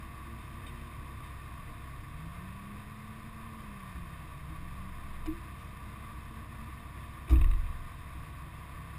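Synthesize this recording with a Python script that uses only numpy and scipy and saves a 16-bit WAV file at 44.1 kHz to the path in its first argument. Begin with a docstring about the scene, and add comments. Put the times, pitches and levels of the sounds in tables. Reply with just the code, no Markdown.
"""A car engine idles on a gravel lot, its periodic firing heard as low tones, a whir and exhaust rumble.
Another engine revs far off in light wind. The driver's boots and clothes make friction noise, and the
car rocks as the driver climbs in. The door slams: the impact excites the body's modes in a boom, with
a panel crunch, a latch snap and a few rattles. A small camera by the front wheel picks it all up;
its plastic case colours the whir, and its sampling mirrors the sound into the treble."""
import sys
import numpy as np
from scipy import signal
from scipy.fft import rfft, irfft
from scipy.io import wavfile
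from scipy.ndimage import uniform_filter1d

SR = 44100
rng = np.random.default_rng(int(sys.argv[2]) if len(sys.argv) > 2 else 0)


def digitize_waveform(pressure):
    """Quantize a signal to 16-bit integers and store it at the path in sys.argv[1].

    Rows of a 2-D input are taken as channels; values are limited to [-1, 1].
    """
    field = np.atleast_2d(pressure).T
    bounded = np.clip(field, -1, 1)
    quanta = np.round(bounded * 32767).astype(np.int16)
    wavfile.write(sys.argv[1], SR, quanta)


N = 396018
TIME = np.arange(N) / SR
FREQS = np.fft.rfftfreq(N, 1 / SR)


def gain_of(db):
    """Decibels to amplitude ratio."""
    return 10 ** (np.asarray(db) / 20)


def unit_rms(x):
    """Normalisation to rms 1."""
    return x / np.sqrt(np.mean(x ** 2) + 1e-20)


def add(mix, start_s, sound):
    """Superposition: a sound adds to the mix from start_s on."""
    part = mix[round(start_s * SR):][:len(sound)]
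    part += sound[:len(part)]


def wander(rate_hz):
    """Random modulation: noise of rms 1, low-passed at rate_hz."""
    knots = np.arange(0, TIME[-1] + 1, 1 / 200)
    lowpass = 1 / (1 + (np.fft.rfftfreq(len(knots), knots[1]) / rate_hz) ** 4)
    slow = irfft(rfft(rng.standard_normal(len(knots))) * lowpass, len(knots))
    return unit_rms(np.interp(TIME, knots, slow))


def resonate(x, modes, size=4096):
    """Resonance: x drives damped modes, as a minimum-phase filter of unit energy."""
    freqs = abs(np.fft.fftfreq(size, 1 / SR))
    power = sum(gain_of(db) ** 2 / (1 + (2 * (freqs - hz) / width) ** 2) ** 2 for hz, width, db in modes)
    log_spectrum = signal.hilbert(np.log(power + 1e-12) / 2).conj()
    response = np.fft.ifft(np.exp(log_spectrum)).real[:size // 2]
    return signal.oaconvolve(x, response / np.linalg.norm(response))[:N]


def bursts(contacts, attack_s):
    """Contact noise: each blow or rub is a burst with exponential rise and decay."""
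    envelope, t = np.zeros(N), TIME[:SR // 2]
    for start_s, level_db, decay_s in contacts:
        add(envelope, start_s, gain_of(level_db) * (1 - np.exp(-t / attack_s)) * np.exp(-t / decay_s))
    return envelope * rng.standard_normal(N)


# Engine orders: firing_multiple, level_db
IDLE_ORDERS = [(.5, -66), (1, -61), (1.5, -64), (2, -49), (3, -55.5), (4, -56), (5, -68.5), (6, -68.5),
               (7, -66.5), (8, -71), (14, -72.5), (19, -76), (21, -70.5), (29, -70), (30, -69.5), (32, -70),
               (34, -82), (35, -74)]
# Resonances of the camera case: centre_hz, width_hz, relative_db
CASE_MODES = [(675, 310, -10.5), (1030, 128, -0.5), (1143.4, 145, 4), (1505, 300, -8.5), (1799, 195, -5),
              (2082, 440, -8), (2512, 460, -9.5), (3116, 154, -15.5), (3590, 640, -16), (3950, 270, -39),
              (4900, 1480, -25.5)]

def idling_engine(firing_hz=33.12, lope_db=-65, whir_db=-52, throb_depth=0.062):
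    """Periodic excitation: firing makes tones and modulates a whir; unequal cylinders add a lope."""
    firings = np.cumsum(firing_hz * (1 + 0.0016 * wander(2.46))) / SR
    dip_db = -12.5 * np.exp(-((TIME - 3.1) / 0.63) ** 2)  # the strongest tone sinks once
    tones = np.zeros(N)
    for order, db in IDLE_ORDERS:
        level_db = db + dip_db * (order == 2) + 1.1 * wander(5.8)
        tones += gain_of(level_db) * np.cos(2 * np.pi * (order * firings + rng.random()))
    # the four cylinders repeat once in four firings
    lope = sum(np.cos(2 * np.pi * (k / 4 * firings + rng.random())) for k in range(3, 22) if k % 4)
    pulses = sum(np.cos(2 * np.pi * k * firings) for k in range(1, 4)) / 2
    whir = gain_of(whir_db + 0.5 * wander(12)) * (1 + throb_depth * pulses) * rng.standard_normal(N)
    return np.sqrt(2) * (tones + gain_of(lope_db) * lope) + resonate(whir, CASE_MODES)


# Spectrum of exhaust and wind: frequency_hz, relative_db
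RUMBLE_SPECTRUM = [(8, -8), (20, 4), (55, 2), (100, 2), (170, -10), (225, -8.5), (250, -11.5), (290, -7),
                   (335, -7), (365, -17), (600, -21), (1000, -29.5), (3000, -68)]
# Puffs of wind: peak_s, rise_db
WIND_GUSTS = [(.8, 2.5), (6.2, 0.3)]

def exhaust_and_wind(level_db=-52, gust_width_s=0.75, lumps_db=1.5):
    """Flow noise: a broadband rumble, strongest in the bass, swells in gusts and lumps."""
    hz, db = np.transpose(RUMBLE_SPECTRUM)
    spectrum = gain_of(np.interp(np.log(FREQS + 1), np.log(hz), db))
    rumble = unit_rms(irfft(rfft(rng.standard_normal(N)) * spectrum, N))
    gusts_db = sum(rise * np.exp(-((TIME - s) / gust_width_s) ** 2) for s, rise in WIND_GUSTS)
    return gain_of(level_db + gusts_db + lumps_db * wander(19)) * rumble


# Pulls of the far engine, with levels before the tilt of distance:
# start_s, length_s, from_hz, toward_hz, level_db, coast_change_db, uneven_firing_db
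ENGINE_PULLS = [(.2, .85, 220, 239, -57, -7.5, -5), (2.0, 1.5, 122, 228.9, -50.5, -2.5, -22),
                (4.381, 0.79, 142, 220, -54.3, -4.5, -17), (5.6, 1.6, 190.6, 231, -58.5, -3, -16),
                (8.3, .7, 150.3, 170.3, -56, 0, -18)]

def throttle(lag_s=0.5, faint_db=-65):
    """First-order lag: each pull nears its top speed; between pulls the engine slows, more quietly."""
    pitch_points = []
    level_db, uneven_db = np.full(N, faint_db), np.full(N, ENGINE_PULLS[0][-1])
    for start_s, length_s, from_hz, toward_hz, db, coast_db, uneven in ENGINE_PULLS:
        for t in np.linspace(0, length_s, num=20):
            pitch_points.append((start_s + t, toward_hz + (from_hz - toward_hz) * np.exp(-t / lag_s)))
        level_db = np.where(TIME >= start_s, db + coast_db * (TIME > start_s + length_s), level_db)
        uneven_db = np.where(TIME >= start_s, uneven, uneven_db)
    pitch_hz = np.interp(TIME, *np.transpose(pitch_points))
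    level_db, uneven_db = uniform_filter1d([level_db, uneven_db], size=SR // 2, axis=1)
    return pitch_hz, level_db, uneven_db


def far_engine(tilt_db_per_octave=-2, shaft_db=-10):
    """Attenuation with distance: low tones carry best, and they fade in and out on the wind."""
    pitch_hz, level_db, uneven_db = throttle()
    octaves = np.log2(pitch_hz / 200)
    phase = 2 * np.pi * np.cumsum(pitch_hz * (1 + 0.01095 * wander(13.1))) / SR
    shaft = gain_of(shaft_db) * np.sin(phase / 2)
    uneven = gain_of(uneven_db) * np.sin(1.5 * phase)
    overtone = gain_of(-20.5 + 14 * octaves + 3.5 * wander(12)) * np.sin(2 * phase)  # grows with revs
    envelope = gain_of(level_db + tilt_db_per_octave * octaves + 2.5 * wander(5))
    return np.sqrt(2) * envelope * (np.sin(phase) + shaft + uneven + overtone)


# Boot scuffs: start_s, level_db, decay_s
BOOT_SCUFFS = [(.39, -61.5, 0.14), (.66, -49, 0.023), (.76, -62, 0.12), (1.23, -55.5, 0.045),
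               (4.47, -66, .05)]
# Resonances of gravel: centre_hz, width_hz, relative_db
STONE_MODES = [(1920, 370, -1), (2470, 430, 6), (3100, 230, 4.5), (3660, 160, 8.5), (4870, 1500, -13)]

def boots_on_gravel():
    """Friction: stones rub under a boot and ring briefly."""
    return resonate(bursts(BOOT_SCUFFS, attack_s=0.0039), STONE_MODES)


# Brushes of clothing: start_s, level_db, decay_s
CLOTH_BRUSHES = [(.4, -68, .08), (5.57, -61, .07)]
# Noise bands of cloth: centre_hz, width_hz, relative_db
CLOTH_BANDS = [(3200, 1400, -3), (5670, 1600, -7)]

def clothes():
    """Sliding friction: fabric hisses softly as the driver moves."""
    return resonate(bursts(CLOTH_BRUSHES, attack_s=0.029), CLOTH_BANDS)


# Modes of the car body: pitch_hz, level_db, build_up_s, t60_s
BODY_MODES = [(21, -20, 0.17, 0.96), (40.07, -20, 0.2, 0.66), (61.8, -13, 0.0554, 0.3),
              (69.05, -31.5, 0.21, 0.6), (85.8, -28, 0.1, 1.1), (113.2, -33, 0.044, 0.69),
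              (181, -39, 0.042, 0.13), (247, -43.5, 0.043, 0.43), (277.7, -34.5, 0.048, 0.3),
              (317, -28, 0.056, 0.15), (333, -43.5, 0.11, 0.47), (402, -54, 0.048, 0.042)]

def rocking(seated_s=5.3, peak_db=-38, rise_db_per_s=21, fall_db_per_s=170):
    """Forced vibration: the driver's weight stirs the lowest mode until the seat takes the load."""
    below_peak_db = np.maximum(rise_db_per_s * (seated_s - TIME), fall_db_per_s * (TIME - seated_s))
    pitch_hz = BODY_MODES[0][0] * (1 + 0.126 * wander(7.3))
    return gain_of(peak_db - below_peak_db) * np.sqrt(2) * np.sin(2 * np.pi * np.cumsum(pitch_hz) / SR)


# Blows on the body: start_s, level_db, heavy_mode_db, build_up_factor, t60_factor
BODY_BLOWS = [(3.932, -28.5, -1, 0.46, 1), (4.479, -21, -8, 0.89, 0.86), (5.266, 0, -29, 0.52, 0.82),
              (6.139, -25, -6, .6, 1), (7.288, -2.5, 1.8, 0.98, 1.1), (8.128, -24, -5.5, 0.55, 1)]

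def body_boom(heavy_below_hz=300):
    """Modal response to impact: each mode swells while the contact lasts, then decays freely."""
    boom, t = np.zeros(N), TIME[:SR]
    for start_s, level_db, heavy_mode_db, build_up_factor, t60_factor in BODY_BLOWS:
        for pitch_hz, mode_db, build_up_s, t60_s in BODY_MODES:
            contact_s = build_up_s * build_up_factor
            swell = np.sin(np.pi / 2 * np.minimum(t / contact_s, 1)) ** 2
            decay_db = -60 * np.maximum(t - contact_s, 0) / (t60_s * t60_factor)
            # a light knock rings the thin panels but hardly moves the heavy modes
            weight_db = heavy_mode_db * (pitch_hz < heavy_below_hz)
            envelope = gain_of(level_db + mode_db + weight_db + decay_db) * swell
            # panels and seals shift, so no mode holds its pitch exactly
            detune = 0.007 * np.interp(t, np.linspace(0, 1, 40), rng.standard_normal(40))
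            phase = 2 * np.pi * np.cumsum(pitch_hz * (1 + detune)) / SR
            add(boom, start_s, envelope * np.sin(phase))
    return boom


# Contacts of door and frame: start_s, level_db, decay_s
DOOR_CRUNCHES = [(5.257, -43, 0.015), (7.279, -41.5, 0.01), (7.295, -44, 0.036), (7.325, -46, 0.025),
                 (7.367, -49, .004), (7.411, -38, 0.0067)]
# Resonances of the door panel: centre_hz, width_hz, relative_db
DOOR_MODES = [(370, 200, 3), (670, 170, -1.5), (840, 520, -11), (1070, 360, 0), (1500, 330, -8),
              (2380, 450, -3.5), (3570, 350, -14)]

def door_crunch():
    """Plate vibration: sheet metal and trim ring as they crunch against the frame."""
    return resonate(bursts(DOOR_CRUNCHES, attack_s=0.002), DOOR_MODES)


# Snaps of the door and its latch: start_s, level_db
LATCH_SNAPS = [(5.258, -43.5), (5.264, -49), (7.294, -37), (7.305, -38), (7.315, -47), (7.332, -45),
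               (7.385, -49)]
# Resonances of the latch: centre_hz, width_hz, relative_db
METAL_MODES = [(1196, 110, 8.5), (1930, 480, -1.5), (3006, 160, 1), (3750, 320, -8), (4200, 600, -16.5),
               (5060, 460, -8), (5730, 450, -16)]

def latch(decay_s=0.0046):
    """Impulsive excitation: brief metal contacts ring the high modes of the latch."""
    snaps = [(start_s, level_db, decay_s) for start_s, level_db in LATCH_SNAPS]
    return resonate(bursts(snaps, attack_s=0.001), METAL_MODES)


# Taps of loose parts after the slam: start_s, level_db
LOOSE_TAPS = [(7.3575, -37), (7.367, -43), (7.3935, -47), (7.4125, -35), (7.417, -45), (7.442, -33),
              (7.474, -47), (7.5126, -34), (7.534, -40)]
# Resonances of the loose parts: centre_hz, width_hz, relative_db
LOOSE_MODES = [(1106, 165, 9), (1900, 280, 0), (2600, 420, 0.5), (3150, 400, -14), (3730, 200, -6.5),
               (5000, 700, -34)]

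def rattles(decay_s=0.0028):
    """Repeated impact: loose parts tap and ring as the body shakes."""
    taps = [(start_s, level_db, decay_s) for start_s, level_db in LOOSE_TAPS]
    return resonate(bursts(taps, attack_s=0.00034), LOOSE_MODES)


def scene():
    """Superposition: engines, wind, driver and door sum in one channel."""
    background = idling_engine() + exhaust_and_wind() + far_engine()
    driver = boots_on_gravel() + clothes() + rocking()
    door = body_boom() + door_crunch() + latch() + rattles()
    return (background + driver + door)[None]


def record(dry, band_hz=5750, clock_hz=12000, image_db=-0.22, edge_hz=15350):
    """Spectral imaging: the camera holds each sample; the steps mirror the sound into the treble."""
    narrow = signal.oaconvolve(dry[0], signal.firwin(121, band_hz, fs=SR), "same")
    clock = 1 + 2 * gain_of(image_db) * np.cos(2 * np.pi * clock_hz * TIME)
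    held = np.cumsum(np.diff(narrow, prepend=narrow[0]) * clock)  # changes bunch at the clock's ticks
    held -= held.mean()
    band_limit = signal.firwin(511, edge_hz, window=("kaiser", 9), fs=SR)
    return signal.oaconvolve(held, band_limit, "same")[None]


dry = scene()
out = record(dry)
digitize_waveform(out)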